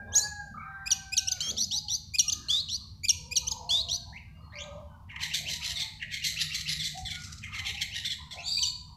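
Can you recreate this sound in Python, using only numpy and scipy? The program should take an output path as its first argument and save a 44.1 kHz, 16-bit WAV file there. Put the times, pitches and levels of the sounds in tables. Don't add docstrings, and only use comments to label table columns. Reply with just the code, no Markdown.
import sys
import numpy as np
from scipy import signal
from scipy.fft import rfft, irfft
from scipy.io import wavfile
from scipy.ndimage import uniform_filter1d

SR = 44100
rng = np.random.default_rng(int(sys.argv[2]) if len(sys.argv) > 2 else 0)


def generate_wav(signal):
    frames = np.transpose(np.atleast_2d(signal))
    scaled = np.clip(frames, -1, 1) * 32767
    pcm = np.round(scaled).astype(np.int16)
    wavfile.write(sys.argv[1], SR, pcm)


def volts_from_decibels(level):
    exponent = np.asarray(level, float) / 20
    return 10 ** exponent


N = 395136


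def unit(x):
    return x / np.sqrt(np.mean(x ** 2))


def band(x, lo_hz, hi_hz):
    edges_hz = [lo_hz, min(hi_hz, .45 * SR)]
    return signal.sosfilt(signal.butter(2, edges_hz, "band", fs=SR, output="sos"), x)


def steep(x, lo_hz, hi_hz):
    return band(band(x, lo_hz, hi_hz), lo_hz, hi_hz)


def colour(x, points):
    hz, db = np.transpose(points)
    log_hz = np.log(np.fft.rfftfreq(N, 1 / SR) + 1)
    return irfft(rfft(x) * volts_from_decibels(np.interp(log_hz, np.log(hz), db)), N)


def flutter(size, hz):
    k = int(SR / hz) + 1
    smooth = uniform_filter1d(uniform_filter1d(rng.standard_normal(12000 + k), k), k)
    return np.resize(smooth[k:k + size] * np.sqrt(1.5 * k), size)


def add(out, start_s, sound):
    i = int(start_s * SR)
    out[i:i + len(sound)] += sound[:N - i]


def swells(rest_db, rows):
    t = np.arange(N) / SR
    return volts_from_decibels(rest_db) + sum(volts_from_decibels(db) * np.exp(-((t - s) / half) ** 2) for s, half, db in rows)


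def tone(hz, db, harmonics_db, rough, flutter_hz=500):
    size = len(hz)
    pitch_shake, swing_shake = flutter(size, flutter_hz), flutter(size, flutter_hz)
    phase = 2 * np.pi * np.cumsum(hz + 0.601 * rough * flutter_hz * pitch_shake) / SR
    dull_db = .19 * SR * uniform_filter1d(np.abs(np.gradient(np.log(hz))), size=60)
    wave = 0
    for k, harmonic_db in enumerate(harmonics_db, 1):
        gain = volts_from_decibels(harmonic_db - dull_db * (k - 1) ** .5)
        wave = wave + gain * np.sin(k * phase + k * k) * (k * hz < .4 * SR)
    from_start = np.arange(size)
    edge = np.minimum(1, np.minimum(from_start, from_start[::-1]) / (.002 * SR))
    return np.sqrt(2) * wave * volts_from_decibels(db) * (1 + rough * swing_shake) * edge


# (f/Hz, reverberation time/s)
YARD_DECAY = [(1000, 0.54), (2500, 0.54), (4500, 0.54), (7000, 0.49), (9300, 0.23), (12000, 0.37)]


def yard(x, wet_db):
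    t = np.arange(SR) / SR
    noise = rng.standard_normal(SR) * volts_from_decibels(4.54 * rng.standard_normal(SR))
    tail = sum(band(noise, hz / 1.297, hz * 1.314) * volts_from_decibels(-60 * t / t60) for hz, t60 in YARD_DECAY)
    tail *= 1 - np.exp(-t / 0.00024)
    return x + volts_from_decibels(wet_db) * signal.fftconvolve(x, tail / np.sqrt(np.sum(tail ** 2)))[:N]


# (f/Hz, level/dB per Hz)
TOWN_SPECTRUM = [(250, -34), (400, -55), (800, -37), (1700, -46), (3000, -45), (5000, -44), (8000, -50),
                 (15500, -48)]
# (t/s, level/dB)
RUMBLE_LEVEL = [(0.0, -47), (0.57, -51.5), (3.37, -49.5), (3.54, -44.5), (3.59, -52.5), (3.84, -46.5),
                (3.89, -50.5), (6.36, -50), (6.51, -53), (6.99, -49), (7.04, -50), (7.09, -47.5),
                (8.78, -51.5), (8.88, -54), (8.93, -51), (8.96, -62)]
# (loudest t/s, half length/s, level/dB)
DRONE_SWELLS = [
    (0.541, 0.04, -57),
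    (4.593, 0.38, -59.5),
    (5.499, 0.36, -58.5),
    (6.718, 0.4, -51.5),
]
# (loudest t/s, half length/s, level/dB)
TRAFFIC_SWELLS = [
    (0.021, 0.09, -56),
    (.55, 0.06, -56),
    (1.602, 0.13, -53),
    (3.1, 1, -73),
    (4.772, 0.072, -61.5),
    (5.492, 0.13, -62.5),
    (7.3, 0.59, -67),
]
# (start t/s, length/s, low f/Hz, high f/Hz, level/dB)
RUSTLES = [
    (0, 0.32, 383, 750, -53.5),
    (0.073, 0.25, 896, 1180, -56.5),
    (0.547, 0.6, 880, 1286, -59.5),
    (1.368, 0.19, 1000, 2720, -55.5),
    (1.459, 0.16, 226, 710, -53.5),
    (2.32, 0.17, 218, 370, -58),
    (7.011, 0.06, 45, 111, -40),
    (7.683, 0.058, 334, 484.5, -62),
]


def town():
    t = np.arange(N) / SR
    walk_db = -np.interp(t, np.arange(30) / 3, rng.standard_normal(30))
    rumble = volts_from_decibels(np.interp(t, *np.transpose(RUMBLE_LEVEL)) + walk_db)
    drone = swells(-59, DRONE_SWELLS)
    traffic = swells(-65, TRAFFIC_SWELLS)
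    noise = rng.standard_normal((5, N))
    floor = colour(band(noise[0], 200, 15500), TOWN_SPECTRUM)
    floor *= volts_from_decibels(-79 - 2.5) / np.std(band(floor, 7000, 15000))
    out = rumble * unit(band(noise[1], 57.4, 103.0))
    out += drone * unit(band(noise[2], 144.7, 159.7))
    out += traffic * unit(band(noise[3], 184.5, 228.4))
    out += floor + volts_from_decibels(-68) * unit(band(noise[3], 18, 40))
    for start, length, lo_hz, hi_hz, db in RUSTLES:
        air = steep(noise[4, int(start * SR):int((start + length) * SR)], lo_hz, hi_hz)
        add(out, start, volts_from_decibels(db) * unit(air) * np.sin(np.linspace(.3, np.pi, len(air))))
    return out


# (t/s, f/Hz, level/dB)
ROOSTER_NOTES = [
    [(0.0, 798, -47), (0.1, 822, -65), (0.2, 848, -44), (.33, 834, -49.5), (.45, 806, -57.5),
     (0.56, 775, -67)],
    [(0.58, 771, -60), (0.7, 786, -52), (.85, 784, -53), (1.0, 777, -58.5), (1.12, 774, -58),
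     (1.226, 773.3, -56), (1.36, 735, -61.5), (1.5, 635, -74)],
]
ROOSTER_HARMONICS = [-4.5, 6.5, -38.5]
# (start t/s, length/s, f/Hz, level/dB)
CLEAR_CLUCKS = [(1.71, 0.12, 850, -59), (3.096, 0.38, 943, -61.5), (3.097, 0.87, 508, -63),
                (3.581, 0.404, 678, -56.5), (4.045, 0.12, 960, -62), (4.53, 0.35, 595, -49.5),
                (4.543, 0.24, 1238, -64.5), (5.451, 0.268, 971, -62), (5.61, 0.21, 682, -64.5),
                (6.933, 0.075, 745, -49.5), (7.557, 0.24, 807, -59.5), (8.569, 0.15, 990, -59.5),
                (4.496, 0.22, 1580, -65), (4.9, 0.076, 1500, -63), (4.6, 0.13, 770, -65),
                (5.76, .08, 720, -63.5), (6.32, 0.064, 650, -67), (6.04, .05, 610, -69),
                (3.96, 0.13, 1580, -74), (2.46, 0.14, 610, -65.5), (7.12, .1, 1440, -59),
                (7.45, .25, 1250, -69), (7.49, .15, 1100, -66), (7.93, .1, 920, -68), (8.4, .14, 1400, -68),
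                (8.2, 0.28, 1030, -68.5), (8.65, 0.27, 990, -74), (.58, 0.27, 1350, -52.5),
                (1.9, 0.1, 860, -73), (5.8, 0.11, 880, -66), (4.27, .08, 1600, -71),
                (3.42, 0.05, 1250, -68), (2.24, .2, 1230, -66)]
# (start t/s, length/s, f/Hz, level/dB)
HOARSE_SQUAWKS = [(0.54, 0.13, 1250, -50), (8.85, 0.13, 950, -62.5), (3.6, 0.36, 1050, -64.5),
                  (5.6, 0.1, 1320, -64), (0.572, 0.059, 2250, -56), (3.403, 0.3, 930, -55),
                  (2.8, 0.073, 1150, -73.5), (6.45, .3, 1300, -70), (1.3, 0.22, 2250, -64.5),
                  (4.05, 0.079, 793, -60.5), (8.183, 0.051, 1050, -59.5), (.4, 0.22, 616, -68),
                  (.6, 0.4, 1850, -63.5), (1.25, 0.43, 660, -66.5), (2.2, 0.13, 791, -68.5),
                  (2.3, 0.24, 1630, -67), (2.75, 0.093, 1072, -70.5), (4.33, 0.16, 580, -73),
                  (5.3, 0.21, 628, -68), (5.65, 0.22, 1080, -71), (7.85, 0.14, 694, -73),
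                  (8.25, 0.23, 1412, -70), (6.3, 0.17, 1370, -70)]
# (start t/s, length/s, f/Hz, level/dB)
SINKING_SQUAWKS = [
    (2.293, 0.41, 1222, -71),
    (4.353, 0.7, 1101, -65),
    (5.114, 0.14, 1086, -59),
    (5.372, 0.18, 596, -60),
    (7.112, 0.28, 1510, -65.5),
    (7.465, 0.23, 1260, -59),
    (8.319, 0.12, 719, -56),
]
# (start t/s, length/s, f/Hz, level/dB)
FAR_WHISTLES = [(0, .07, 2370, -71), (.17, .15, 2550, -75), (.07, .09, 3600, -73), (.58, .28, 3900, -78),
                (.7, .12, 3580, -80), (.98, .2, 2330, -70), (4.87, .1, 3050, -74), (4.33, .14, 2830, -70),
                (4.4, .08, 1950, -80), (4.366, 0.06, 4770, -71), (4.41, .12, 4280, -73)]


def fowl():
    out = np.zeros(N)
    for note in ROOSTER_NOTES:
        s, hz, db = np.transpose(note)
        t = np.arange(s[0], s[-1], 1 / SR)
        crow = tone(np.interp(t, s, hz), np.interp(t, s, db), ROOSTER_HARMONICS, 0.3, flutter_hz=35)
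        add(out, s[0], crow)
    murmurs = []
    for when, long, high, loud in rng.random((60, 4)):
        pitch_hz = 420 + (1700 - 420) * high ** 1.5
        murmurs.append((when * N / SR, .06 + .2 * long, pitch_hz, -85 + 4 * (2 * loud - 1)))
    groups = [(CLEAR_CLUCKS + murmurs, 0.299, 0), (FAR_WHISTLES, .33, 0),
              (HOARSE_SQUAWKS, 0.616, 0), (SINKING_SQUAWKS, 0.736, .15)]
    for calls, rough, sink in groups:
        for start, length, pitch_hz, db in calls:
            hz = pitch_hz * np.linspace(1, 1 - sink, int(length * SR))
            arch = np.sin(np.linspace(0, np.pi, len(hz))) ** .5
            swell = arch * volts_from_decibels(2 * flutter(len(hz), 14))
            add(out, start, swell * tone(hz, db, [0], rough, flutter_hz=40 + 260 * rough))
    return out


CHATTER_HZ = 1975


def chatter_pulses(bursts):
    t, hz = np.arange(N) / SR, np.full(N, 1. * CHATTER_HZ)
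    for s, db, *_, swell_s in bursts:
        opened = t[int((s - 1.1 * swell_s) * SR):] - s + 0.93 * swell_s
        drop = .5 * min(1, volts_from_decibels(-db - 33)) * np.exp(-opened / .01)
        hz[N - len(opened):] = CHATTER_HZ * (1 + 0.033 * rng.standard_normal() + drop)
    slow = []
    for rate_hz in (60, 150, 500):
        k = SR // rate_hz
        slow.append(unit(uniform_filter1d(uniform_filter1d(rng.standard_normal(N), k), k)))
    patches, wander, throb = slow
    hz *= 1 + .035 * wander
    chance = rng.standard_normal((28000, 2))
    period_count = np.cumsum(1 + .07 * chance[:, 0])
    at = np.interp(period_count, np.cumsum(hz) / SR, np.arange(N))
    keep = at < N - 1
    whole, part = at[keep].astype(int), at[keep] % 1
    size = volts_from_decibels(3 * chance[keep, 1])
    size *= volts_from_decibels(7 * np.abs(patches[whole]) * (-1.) ** np.arange(len(whole)))
    pulses = np.zeros(N)
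    pulses[whole] += size * (1 - part)
    pulses[whole + 1] += size * part
    return (unit(pulses) + .25 * rng.standard_normal(N)) * volts_from_decibels(2 * throb)


# (loudest t/s, level/dB, low resonance level/dB, high resonance level/dB, mouth f/Hz)
CHATTER_BURSTS = [(5.111, -42.5, 3.5, -21.5, 3750), (5.232, -31, -4.5, -9, 3900),
                  (5.365, -28.5, -10, -7, 3880), (5.508, -31.5, -10.5, -5.5, 4190),
                  (5.656, -30.5, -11, -6, 4130), (5.811, -33.5, -9.5, -8.5, 4070),
                  (6.019, -39.5, 3.5, -20, 3900), (6.135, -33, -4, -11, 3790),
                  (6.264, -27.5, -10.5, -5.5, 4080), (6.411, -28, -11.5, -6.5, 4380),
                  (6.555, -31, -9, -6, 4100), (6.704, -28.5, -10.5, -6.5, 4500),
                  (6.853, -32.5, -12, -6, 4150), (6.988, -47.5, -11, 0, 4270), (7.112, -36, -6.5, -9, 3700),
                  (7.199, -46.5, -13, -2.5, 4570), (7.255, -45.5, -13, -2.5, 4700),
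                  (7.316, -50.5, -12, -1.5, 4530), (7.381, -52.5, -18, -4, 4500),
                  (7.445, -40, 0, -15, 3620), (7.553, -34, -1.5, -12, 3860), (7.676, -31, -14.5, -11, 3500),
                  (7.821, -30.5, -7.5, -9, 3830), (7.962, -33, -7.5, -9, 3920),
                  (8.068, -38, -5.5, -11, 3770), (8.116, -41, -9, -10, 3860), (8.324, -45.5, -11, -7, 4100)]
# (level/dB, swell time/s)
BURST_SWELL = [(-46, .013), (-35.5, .025)]
# (f/Hz, width/Hz, level/dB)
THROAT_RESONANCES = [
    [(1885, 460, 5.5), (2750, 510, 6)],
    [(6050, 940, 3), (7070, 900, -1), (8040, 730, -5), (9120, 1160, -15), (11570, 1290, -10.5),
     (13560, 1160, -21.5)],
]


def chatter():
    t, out = np.arange(N) / SR, np.zeros(N)
    bursts = [(*row, np.interp(row[1], *np.transpose(BURST_SWELL))) for row in CHATTER_BURSTS]
    source = chatter_pulses(bursts)
    low, high = THROAT_RESONANCES
    for s, db, low_db, high_db, mouth_hz, swell_s in bursts:
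        gape = 1 + .02 * rng.standard_normal()
        near = slice(int((s - .1) * SR), int((s + 0.16) * SR))
        middle_db = 10 * np.log10(max(1 - volts_from_decibels(2 * low_db) - volts_from_decibels(2 * high_db), .03))
        groups = [(low, low_db), ([(mouth_hz, 1130, 0)], middle_db), (high, high_db)]
        for step, (group, group_db) in enumerate(groups):
            late = t[near] - s - step * .003
            rise, fall = np.abs(late / swell_s) ** 2.33, np.abs(late / 0.031) ** 0.83
            shape = np.exp(-np.where(late < 0, rise, fall))
            ring = 0
            for f, w, f_db in group:
                top_db = .45 * (db + 32.0) * (f > 10000)
                resonance = steep(source[near], gape * f - w / 1.015, gape * f + w / 1.67)
                ring = ring + volts_from_decibels(f_db + top_db) * resonance
            loudness = np.sqrt(np.average(ring ** 2, weights=shape ** 2))
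            out[near] += volts_from_decibels(db + group_db) * shape * ring / loudness
    return signal.sosfilt(signal.butter(12, 1620, "high", fs=SR, output="sos"), out)


SHORT_KINDS = { "lead": [([(0, 2330, -18), (.4, 2400, -3.5), (.72, 2500, -0.5), (.82, 2620, -10),
               (.87, 3300, -17), (1, 3500, -18)], [2, -5.5, -6.5, -6.5, -18.5, -13.5], 0.067)],
               "last": [([(0, 2340, -11), (.5, 2410, 3), (.75, 2560, -4), (.82, 2700, -6), (1, 4400, -14)],
               [0, -20, -25], 0.065)], "drop": [([(0, 4320, 0.5), (.12, 4570, -2), (.24, 3930, -10.5),
               (.33, 3360, 2.5), (.5, 2906, -3), (.8, 2790, -6.5), (1, 2780, -12)],
               [-6, -1.5, -9.5, -17, -23], 0.13), ([(0, 4600, -23), (.3, 3905, 0.5), (.5, 3890, -13),
               (1, 4040, -8)], [-2.5, -14, -26.5], 1)], "close": [([(0, 4930, 6), (.25, 3200, -0.5),
               (.5, 3010, 2.5), (1, 2850, -8)], [0, -6, -9], 0.091)], "rise": [([(0, 2780, -5),
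               (.12, 2798, -0.5), (.45, 2750, -5.5), (.72, 3050, 4.5), (.85, 3700, 2), (1, 5300, 0)],
               [-1.5, 0, -4, -19, -28.5], 0.2)], "swoop": [([(0, 2665, -6.5), (.4, 2850, -2), (.7, 3120, 6),
               (.85, 3700, 2), (1, 5340, -6)], [-4, -2, -6, -18], 0.2)], "fall": [([(0, 4780, -27.5),
               (.25, 5030, -5), (.62, 3660, -6.5), (.8, 3270, -12), (1, 3090, -25)], [1.7, -3.5, -28],
               0.14), ([(0, 7090, -9), (.25, 6720, -10), (.45, 6050, -6.5), (.75, 6210, -10.5),
               (1, 6280, -14.5)], [0, -10], 0.17)]}
LONG_KINDS = { "long": [([(0, 2650, -17.5), (.15, 3290, 4.5), (.8, 3805, 0.5), (1, 4480, -5)],
              [5, -18, -30, -41], 0.11), ([(0, 4076, 4), (.14, 4580, -4), (.25, 4850, -11.5),
              (.55, 4670, -11), (1, 4850, -18)], [0, -10], 0.26)], "flat": [([(0, 2866, 4),
              (.15, 3136, -1.5), (.6, 3184, 0), (.88, 3320, 3.5), (1, 5030, -1.5)], [6.5, -6.5, -5.5, -19],
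              0.134), ([(0, 3770, 13), (.16, 4660, 7.5), (.22, 5480, -7), (.5, 5350, -7), (.7, 5560, -4),
              (.88, 6180, 1.5), (1, 6940, 0)], [0, -14], 0.23)], "twin": [([(0, 2808, -3.5),
              (.2, 3550, 3.5), (.45, 3930, 5.5), (.75, 4417, 3), (.92, 4800, 0), (1, 5060, -2)], [0, -15],
              0.44), ([(0, 3890, 5.5), (.12, 5046, -10), (.2, 5600, -6.5), (.6, 5860, -3.5), (.9, 6050, -3),
              (1, 7060, -12)], [0, -15], 0.43)]}
OPENING_KIND = { "open": [([(0, 2750, -37), (.12, 3300, -14), (.2, 4085, -8.5), (.24, 5120, -26),
                (.35, 5660, -16.5), (.42, 4004, -12.5), (.58, 4060, -12.5), (.75, 4640, -13.5),
                (1, 4650, -30)], [0, -2.6, -15.5], 0.15), ([(.19, 5630, -77), (.21, 5620, -9.5),
                (.26, 6420, -3.5), (.41, 6900, -0.5), (.48, 5510, -13), (.5, 5300, -35)], [0, -11], 0.38)]}
FAR_KINDS = { "peep": [([(0, 1794, -6), (.7, 2257, 4), (1, 3000, -2)], [0], 0.27)],
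             "slide": [([(0, 1685, -19), (.2, 1983, -4), (.5, 2490, 1), (.75, 3200, -2), (1, 3460, -3.5)],
             [0, -12.5], 0.7)], "hook": [([(0, 2310, 1.3), (.45, 2934, 8.1), (.75, 2980, 6.5),
             (1, 2567, 2.5)], [0, -21], 0.446)], "coda": [([(0, 3680, 1.4), (.4, 3500, 4.3), (1, 3383, 1)],
             [0], 0.383), ([(0, 2106, -4), (.4, 2080, -1.5), (1, 2025, -8)], [-2, 1, -26, -6], 0.302)],
             "screech": [([(0, 3000, -35), (.17, 3500, -16.5), (.27, 3750, -9.5), (.55, 3910, -10),
             (.9, 3700, -7.5), (1, 3600, -23)], [0, -4, -23], 0.5), ([(0, 3970, -37), (.15, 4150, -16.5),
             (.19, 4450, -13), (.24, 4650, -6.5), (.42, 4700, -3.5), (.9, 4490, -5.5), (1, 4400, -9)],
             [0, -18], 0.428)]}
SYRINX = {**SHORT_KINDS, **LONG_KINDS, **OPENING_KIND, **FAR_KINDS}
NOTE_LENGTH = dict(open=.16, lead=0.03, last=0.03, close=0.029, drop=.03, rise=0.027, swoop=.023, fall=0.021, flat=0.113, long=0.13, twin=.084, peep=0.06, slide=.125, hook=0.051, coda=0.03726, screech=0.31)
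# (f/Hz, level/dB)
BEAK_RADIATION = [(1500, -4.5), (2200, -5.5), (4000, -2), (6000, 8.5), (7500, -3.5), (9500, -13.5),
                  (12000, 0.5), (15000, -28.5)]


def sing(songs, breath_db):
    out = np.zeros(N)
    for kind, notes in songs.items():
        share = np.linspace(0, 1, int(NOTE_LENGTH[kind] * SR))
        for start, db, percent, *second_db in notes:
            sides = []
            for path, harmonics_db, rough in SYRINX[kind]:
                at, hz, shape_db = np.transpose(path)
                pitch_hz = np.interp(share, at, hz) * percent / 100
                sides.append(tone(pitch_hz, np.interp(share, at, shape_db), harmonics_db, rough))
            sides[-1] = sides[-1] * volts_from_decibels(sum(second_db))
            note = sum(sides)
            if len(sides) == 2:
                note = note + volts_from_decibels(-13) * band(np.prod(sides, axis=0), 3300, 12000)
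            add(out, start, volts_from_decibels(db) * note)
    flow = uniform_filter1d(np.abs(out), int(0.0089 * SR))
    hiss = unit(steep(rng.standard_normal(N), 2120, 11000))
    air = volts_from_decibels(breath_db) * flow * np.abs(flow / flow.max()) ** .8 * hiss
    return colour(out + air, BEAK_RADIATION)


# (start t/s, level/dB, pitch/percent)
FAR_PEEP = [
    (4.125, -44, 101.3),
]
FAR_SLIDE = [
    (4.52, -40, 104.6),
]
FAR_HOOK = [(5.3, -43.5, 95.7), (5.455, -40.5, 100.2), (5.61, -43.5, 95.5), (6.21, -41.5, 96.7),
            (6.36, -39.5, 95.8), (6.5, -42.5, 92.8), (6.655, -41.5, 100.3), (7.76, -43.5, 93.5),
            (7.91, -45, 100), (8.372, -46.5, 92.6)]
FAR_CODA = [(5.756, -35.5, 101.6), (5.8, -36, 102.7), (6.792, -37, 99.9), (6.84, -38.5, 99.3),
            (7.05, -38.5, 98.1), (7.1, -41, 98.4), (8.048, -35, 102), (8.1, -37.5, 98.5),
            (8.308, -45.5, 99)]
FAR_SCREECH = [
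    (8.4, -29, 99.5),
]


def far_bird():
    songs = dict(peep=FAR_PEEP, slide=FAR_SLIDE, hook=FAR_HOOK, coda=FAR_CODA, screech=FAR_SCREECH)
    return sing(songs, breath_db=-20) + chatter()


# (start t/s, level/dB, pitch/percent)
OPEN_NOTE = [
    (.12, -21.5, 101.2),
]
LEAD_NOTES = [
    (.857, -30.5, 102.2),
    (1.119, -28, 102.3),
    (2.136, -27, 100.3),
    (3.033, -27.5, 98),
    (3.309, -30.5, 101),
]
LAST_NOTE = [
    (8.569, -32, 101.8),
]
CLOSE_NOTE = [
    (8.621, -28, 99.5),
]
RISE_NOTE = [
    (2.279, -30, 101),
]
SWOOP_NOTES = [
    (1.271, -30, 96),
    (3.468, -32.5, 101.9),
]
FLAT_NOTE = [
    (1.404, -40.5, 100.6),
]
LONG_WHISTLES = [
    (2.484, -31.5, 101.1),
    (3.691, -31, 100.8),
]
# (start t/s, level/dB, pitch/percent, second side level/dB)
DROP_NOTES = [
    (0.905, -20.5, 101.7, -7.5),
    (1.167, -20.5, 101.2, -2),
    (2.184, -17.5, 101.2, -4.5),
    (3.083, -17.5, 101.1, -5.5),
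    (3.356, -21.5, 102.2, 1.5),
]
FALL_NOTES = [
    (1.313, -25.5, 100.4, 0),
    (2.319, -25, 100.9, 0.0014),
    (3.51, -27.5, 104.5, 0.00098),
]
TWIN_NOTES = [
    (1.567, -35.5, 101.8, 1),
    (1.708, -35.5, 99.7, 0),
    (1.882, -36, 100.5, 0),
    (2.685, -36, 98.7, -5),
    (3.885, -35.5, 99.1, -2.5),
]


def caged_shrike():
    songs = dict(open=OPEN_NOTE, lead=LEAD_NOTES, last=LAST_NOTE, close=CLOSE_NOTE, drop=DROP_NOTES,
                 rise=RISE_NOTE, swoop=SWOOP_NOTES, fall=FALL_NOTES, flat=FLAT_NOTE,
                 long=LONG_WHISTLES, twin=TWIN_NOTES)
    return sing(songs, breath_db=-15)


def scene():
    background = town() + yard(fowl(), 0)
    return (background + yard(far_bird(), -5) + yard(caged_shrike(), -9))[None]


def roll_off(x):
    return signal.sosfilt(signal.butter(12, 15700, fs=SR, output="sos"), x)


def record(dry):
    top = signal.butter(12, 15450, fs=SR, output="sos")
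    return roll_off(signal.sosfilt(top, dry))


dry = scene()
out = record(dry)
generate_wav(out)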